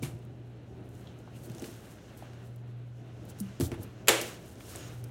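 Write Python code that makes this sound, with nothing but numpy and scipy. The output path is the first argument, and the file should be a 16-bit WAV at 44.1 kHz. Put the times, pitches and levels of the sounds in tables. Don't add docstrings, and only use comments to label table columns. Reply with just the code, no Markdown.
import sys
import numpy as np
from scipy import signal
from scipy.fft import rfft, irfft, next_fast_len
from scipy.io import wavfile
from scipy.ndimage import map_coordinates

SR = 44100
rng = np.random.default_rng(int(sys.argv[2]) if len(sys.argv) > 2 else 0)


def store_pcm(level_fs):
    pcm = np.round(np.clip(level_fs, -1, 1) * 32767).astype(np.int16)
    wavfile.write(sys.argv[1], SR, np.atleast_2d(pcm).T)


N = 225174
TIME = np.arange(N) / SR
T = np.arange(SR // 2) / SR
RUSH_MEAN_DB, CLOTH_MEAN_DB = -52, -70

# (frequency [Hz], fade time [s])
ROOM_FADE = [(250, 0.635), (400, 0.604), (700, 0.469), (2000, 0.4806), (6000, 0.453), (14000, 0.398)]
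# (time [s], level [dB])
HUM_LEVEL = [(0.0, -40), (0.5, -42.5), (0.65, -44.5), (1.7, -45), (2.03, -57.5), (2.28, -42.5), (2.76, -37),
             (3.04, -41), (3.5, -42.5), (3.71, -50), (4.08, -41), (4.25, -47), (4.54, -53), (4.82, -46),
             (5.02, -35), (5.11, -38.5)]
# (time [s], level [dB])
RUSH_LEVEL = [(0.0, -45), (0.22, -52.5), (0.55, -53), (0.85, -50.5), (1.5, -51.5), (2.2, -52.5), (2.5, -53),
              (2.95, -57.5), (3.2, -51), (3.59, -53.5), (3.63, -43), (3.9, -51), (4.45, -52.5), (4.8, -49),
              (5.11, -51)]
# (frequency [Hz], relative level [dB])
RUMBLE_TONE = [(25, -26), (45, -10.5), (65, -3), (90, -1), (115, -3), (150, -28.5)]
RUSH_TONE = [(95, -12), (140, 6.5), (200, 4.5), (260, 1.5), (330, 1.5), (420, -3.5), (560, -44.5)]
WHOOSH_TONE = [(290, -2), (420, 2.5), (600, 0.5), (800, -3.5), (950, -12), (1400, -32.5)]
# (time [s], level [dB])
CLOTH_LEVEL = [(0.0, -71.5), (0.3, -79.5), (0.85, -76.5), (1.05, -71), (1.25, -73), (1.4, -72.5),
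               (1.66, -60), (1.85, -69), (2.3, -69), (2.66, -78.5), (2.9, -79.5), (3.1, -72), (3.4, -67),
               (3.9, -68.5), (4.04, -71.5), (4.3, -53.5), (4.5, -71.5), (4.76, -55.5), (4.88, -58),
               (4.96, -66.5), (5.11, -72)]
# (frequency [Hz], relative level [dB])
SHUFFLE_TONE = [(600, -30), (950, 3), (1200, 3.5), (1480, 5.5), (1800, 2), (2300, -0.5), (2900, 0),
                (3400, -4.5), (4200, -5.5), (5600, -27)]
CLOTH_TONE = [(2700, 4), (4400, -4), (5500, 1.5), (6600, 1), (8400, -6.5), (11000, -11.5), (16000, -18)]
BRIGHT_TONE = [(3000, -8.5), (5000, -8.5), (8000, -4.5), (10000, -6), (13000, -8), (16000, -10.5)]
# (peak time [s], level [dB], 20 dB rise [s], 20 dB fall [s])
BRIGHT_RUSTLES = [(.036, -55, 0.0124, 0.058), (0.901, -73.5, 0.025, 0.1325), (1.01, -69, 0.132, 0.054),
                  (1.36, -64, 0.034, 0.105), (1.45, -64.5, 0.054, 0.046), (1.66, -56, 0.257, 0.333),
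                  (1.88, -67.5, 0.018, 0.08), (2.18, -62, 0.026, 0.064), (2.46, -68, 0.0453, 0.068),
                  (3.26, -70, .03, 0.044), (3.3, -56, 0.0276, 0.0241), (3.399, -56, 0.0156, 0.015),
                  (3.614, -37, 0.009, 0.0524), (3.721, -64, 0.08, 0.069), (3.835, -53, 0.0375, 0.0176),
                  (4.22, -47.5, 0.022, 0.167), (4.48, -64, 0.037, .15), (4.76, -50.5, 0.184, 0.07),
                  (4.88, -63, 0.11, 0.345)]
# (start [s], length [s], pitch [Hz], level [dB], drop [dB])
SLIDE_SQUEAK = (4.785, .1, 6670, -56, 4)
# (start [s], length [s], level [dB], centre [Hz], band width [times the centre])
SCRAPES = [(1.054, 0.07, -62, 3165, 0.29), (1.203, 0.125, -67, 1454, 0.186),
           (1.313, 0.0825, -65.5, 2820, 0.19), (2.316, 0.073, -65, 1190, 0.69),
           (3.245, 0.112, -69, 1523, .2), (3.291, 0.051, -65, 2870, 0.29), (3.708, 0.07, -50.5, 1074, 1.42),
           (4.738, 0.17, -55.5, 2070, 1.43)]
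# (time [s], peak [dB], centre [Hz], band width [times the centre])
PLASTIC_TICKS = [(0.0224, -40.5, 5240, 1.7), (.0273, -30, 8000, 1.22), (.029, -37.5, 2310, 0.07),
                 (.19, -53.5, 10000, 1), (.251, -47.5, 11160, 1.56), (.891, -48, 9900, 1.04),
                 (.952, -50, 7000, 0.51), (1.072, -46, 3220, 0.37), (1.189, -53.5, 6900, 0.56),
                 (1.276, -42.5, 750, 0.54), (1.436, -45.5, 12000, .6), (1.458, -42.5, 13000, .55),
                 (1.499, -37.5, 1800, 5.1), (1.517, -43.5, 6000, 1.4), (1.549, -38.5, 5000, 2.4),
                 (1.583, -40.5, 3500, 1.5), (1.597, -37.5, 7000, 0.64), (1.622, -31.5, 4000, 4),
                 (1.642, -34.5, 2400, 1.3), (1.985, -47.5, 1470, 0.53), (2.174, -41.5, 11100, 1.12),
                 (2.224, -37.5, 670, 0.45), (2.334, -46, 1510, 3.4), (2.561, -49, 9000, 2.06),
                 (3.253, -43.5, 11000, 1.1), (3.291, -43, 12000, 1.249), (3.306, -43, 8000, 1.5),
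                 (3.388, -39.5, 10000, 2.4), (3.4022, -22.5, 10000, 0.834), (3.6, -27.5, 7100, 2.94),
                 (3.608, -22.5, 3570, 3.3), (3.679, -40, 12000, 0.8), (3.7174, -30, 1470, 1.95),
                 (3.743, -46.5, 10000, 0.3884), (3.831, -35, 12500, 0.303), (4.214, -20, 7300, 0.86),
                 (4.223, -27, 13500, 1.1), (4.46, -47, 10000, 0.63), (4.556, -50.5, 6000, 0.56),
                 (4.607, -38.5, 1500, 1.35), (4.753, -36.5, 896, 2.04), (4.759, -30, 8000, 0.66),
                 (4.784, -45, 12100, 1.3), (4.881, -47, 12000, 0.82), (5.041, -33.5, 7600, 2.95)]
# (pitch [Hz], relative level [dB], fade time [s])
BOTTLE_NOTES = [(266.1, 3, 0.0439), (341.1, -2.5, 0.105), (432.1, -6, 0.052), (625.5, -9, 0.03),
                (816, -18.5, 0.036)]
# (time [s], level [dB], pitch [Hz], fade time [s])
RELEASE_RINGS = [(3.407, -26, 192.8, 0.269)]
# (time [s], level [dB], rise [s], fade time [s])
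WATER_SLAPS = [(.028, -39, 0.00267, 0.2297), (3.609, -42.5, 0.00097, 0.166)]
# (frequency [Hz], relative level [dB])
WATER_TONE = [(600, 10), (1500, 8.5), (2400, 6.5), (5000, 1.5), (9000, 3), (13000, -1.5), (16000, -11.5)]
# (time [s], bottle level [dB], cushion level [dB], cushion pitch [Hz])
BENCH_BLOWS = [(.024, -28, -21, 123.8), (.058, -45.5, -32, 123), (.14, -50, -31.5, 119),
               (1.474, -36.5, -57, 109), (1.495, -46, -28, 114.4), (1.549, -38.5, -50, 110),
               (1.622, -30.5, -35, 109.8), (1.647, -33.5, -56.5, 110), (1.68, -40.5, -37, 102),
               (1.708, -48, -39.5, 104), (3.6, -21.5, -19.5, 124.2), (3.611, -24.5, -67, 111.9),
               (3.618, -29.5, -13, 83.4), (3.718, -26, -23, 97.5), (3.789, -33, -30, 89.2),
               (3.841, -47.5, -35, 100.8)]
# (time [s], crack level [dB], knock level [dB])
TILE_BLOWS = [(4.0732, -29.5, -45), (4.0826, -8.5, -34.5), (4.0837, -11, -33.5), (4.0906, -11.5, -27),
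              (4.1, -28.5, -23.5), (4.209, -50, -36.5)]
# (frequency [Hz], relative level [dB])
CRACK_TONE = [(220, -37.5), (420, 6), (1000, -6.5), (2000, 4), (3500, 2), (5500, -8), (7400, 2.5),
              (9000, -7.5), (13000, -5.5), (16000, -15)]
ECHO_TONE = [(260, -21.5), (325, 3.5), (550, 3.5), (1000, -6), (1900, -3), (3000, -4), (5000, -11.5),
             (7500, -9.5), (12000, -17), (16000, -27)]


def amp(db):
    return 10 ** (np.asarray(db) / 20)


def unit(x):
    return x / np.sqrt(np.mean(x ** 2) + 1e-20)


def along(points, hz):
    freqs, values = np.transpose(points)
    return np.interp(np.log(hz + 1), np.log(freqs + 1), values)


def curve(points):
    return np.interp(TIME, *np.transpose(points))


def wobble(rate):
    return map_coordinates(rng.standard_normal(int(N * rate / SR) + 4), [TIME * rate])


def coloured(x, response):
    size = next_fast_len(len(x) + 8192)
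    return irfft(rfft(x, size) * response(np.fft.rfftfreq(size, 1 / SR)), size)[:len(x)]


def resonance(hz, width):
    return lambda f: (1j * f * hz * width / (hz * hz - f * f + 1j * f * hz * width)) ** 2


def noise(tone, size, grain_db=0):
    raw = rng.standard_normal(size) * amp(grain_db * wobble(700)[:size])
    inside = lambda hz: (hz > tone[0][0]) & (hz < tone[-1][0])
    return unit(coloured(raw, lambda hz: amp(along(tone, hz)) * inside(hz)))


def add(track, start, sound):
    track[round(start * SR):][:len(sound)] += sound


def fade(fade_s, rise_s):
    return amp(-60 * T / fade_s) * (1 - np.exp(-T / rise_s))


def sagging(hz, sag, settle_s):
    return np.sin(2 * np.pi * hz * (T + sag * settle_s * (1 - np.exp(-T / settle_s))))


def room(x):
    hz, t, bands = signal.stft(rng.standard_normal(SR), SR, nperseg=256)
    decay = amp(-60 * t / along(ROOM_FADE, hz)[:, None])
    tail = signal.istft(bands * decay, SR, nperseg=256)[1]
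    delayed = np.pad(x, (250, 0))
    return signal.fftconvolve(delayed, tail / np.linalg.norm(tail))[:N]


def appliance_hum(mains_hz=60):
    phase = 2 * np.pi * mains_hz * TIME
    loudness = amp(curve(HUM_LEVEL) + 0.39 * wobble(5.7))
    return loudness * np.sin(2 * phase + 0.44 * wobble(6.63)) + amp(-54.5) * np.sin(phase)


def rush_and_boom():
    rush_db = curve(RUSH_LEVEL)
    swell_db = rush_db - RUSH_MEAN_DB
    moving_db = curve(CLOTH_LEVEL) - CLOTH_MEAN_DB
    waver_db = 1.4 * wobble(12)
    rumble = amp(-51 + 1.88 * swell_db + 0.81 * wobble(8.9)) * noise(RUMBLE_TONE, N)
    rush = amp(rush_db + waver_db) * noise(RUSH_TONE, N)
    whoosh = amp(-57.5 + 0.672 * swell_db + 0.193 * moving_db + waver_db) * noise(WHOOSH_TONE, N)
    return rumble + rush + whoosh


def cloth_rustle():
    cloth_db = curve(CLOTH_LEVEL)
    far_db = -63 + 0.48 * (cloth_db - CLOTH_MEAN_DB)
    far = amp(far_db + 1.23 * wobble(17)) * noise(SHUFFLE_TONE, N, grain_db=1.23)
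    near = amp(cloth_db + 1.6 * wobble(20)) * noise(CLOTH_TONE, N, grain_db=0.75)
    return far + near


def bright_rustles(hiss_db=-82.5):
    swells = sum(amp(db - 20 * np.maximum((peak - TIME) / rise, (TIME - peak) / fall))
                 for peak, db, rise, fall in BRIGHT_RUSTLES)
    flicker = amp(2.65 * wobble(35))
    return (amp(hiss_db) + swells) * flicker * noise(BRIGHT_TONE, N, grain_db=2.0)


def squeak():
    start, length, hz, db, drop_db = SLIDE_SQUEAK
    progress = (TIME - start) / length
    sounding = (progress > 0) & (progress < 1)
    loudness = amp(db - drop_db * np.clip(progress, 0, 1) + 2.4 * wobble(150))
    pitch = hz + 160 * wobble(300)
    return sounding * loudness * np.sin(2 * np.pi * np.cumsum(pitch) / SR)


def scrapes():
    out = np.zeros(N + SR)
    for start, length, db, hz, width in SCRAPES:
        size = round(length * SR)
        scrape = unit(coloured(rng.standard_normal(size), resonance(hz, width)))
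        add(out, start, amp(db + 2.1 * wobble(51)[:size]) * np.hanning(size) * scrape)
    return out[:N]


def plastic_ticks():
    out, size = np.zeros(N + SR), SR // 8
    snap_and_tail = 0.904 * fade(0.00298, 0.0001) + 0.207 * fade(0.039, 0.00025)
    for start, db, hz, width in PLASTIC_TICKS:
        burst = rng.standard_normal(size) * snap_and_tail[:size]
        burst[0] = 2.07
        tick = coloured(burst, resonance(hz, width))
        add(out, start, amp(db) * tick / np.abs(tick).max())
    return out[:N]


def bottle_release():
    out = np.zeros(N + SR)
    for start, db, hz, fade_s in RELEASE_RINGS:
        add(out, start, amp(db) * fade(fade_s, 0.00214) * sagging(hz, sag=0.18, settle_s=0.011))
    return out[:N]


def water_slaps():
    out = np.zeros(N + SR)
    for start, db, rise_s, fade_s in WATER_SLAPS:
        add(out, start, amp(db) * fade(fade_s, rise_s) * noise(WATER_TONE, len(T), grain_db=2.0))
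    return out[:N]


def bottle_knock(rise_s, hardness):
    out = np.zeros(len(T))
    for hz, db, fade_s in BOTTLE_NOTES:
        lift_db = hardness * np.log2(hz / BOTTLE_NOTES[0][0])
        out += amp(db + lift_db + rng.normal(0, 2.11)) * fade(fade_s, rise_s) * np.sin(2 * np.pi * hz * T)
    return out


def bottle_on_bench(cushion_lag_s=0.005686):
    out = np.zeros(N + SR)
    for start, bottle_db, cushion_db, hz in BENCH_BLOWS:
        add(out, start, amp(bottle_db) * bottle_knock(rise_s=0.00234, hardness=-0.74))
        boom = fade(0.084, 0.00265) * sagging(hz, sag=0.279, settle_s=0.0111)
        add(out, start + cushion_lag_s, amp(cushion_db) * boom)
    return out[:N]


def bottle_on_tiles():
    out, pulse = np.zeros(N + SR), np.zeros(N)
    for start, crack_db, knock_db in TILE_BLOWS:
        crack = amp(crack_db) * fade(0.0256, 0.000325) * noise(CRACK_TONE, len(T))
        knock = amp(knock_db) * bottle_knock(rise_s=0.00215, hardness=11.4)
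        add(out, start, crack + knock)
    hardest_s = TILE_BLOWS[1][0]
    pulse[round(hardest_s * SR)] = amp(19.5)
    echo = room(coloured(pulse, lambda hz: amp(along(ECHO_TONE, hz))))
    return out[:N] + echo


def scene():
    near = plastic_ticks() + scrapes() + bottle_on_bench() + water_slaps() + bottle_release()
    foreground = near + amp(-15.5) * room(near) + bottle_on_tiles()
    background = appliance_hum() + rush_and_boom() + cloth_rustle() + bright_rustles() + squeak()
    return (foreground + background)[None]


def record(dry):
    bass_hz, top_hz = 45, 15900
    return coloured(dry[0], lambda hz: (hz < top_hz) * (1j * hz / (bass_hz + 1j * hz)) ** 4)[None]


dry = scene()
out = record(dry)
store_pcm(out)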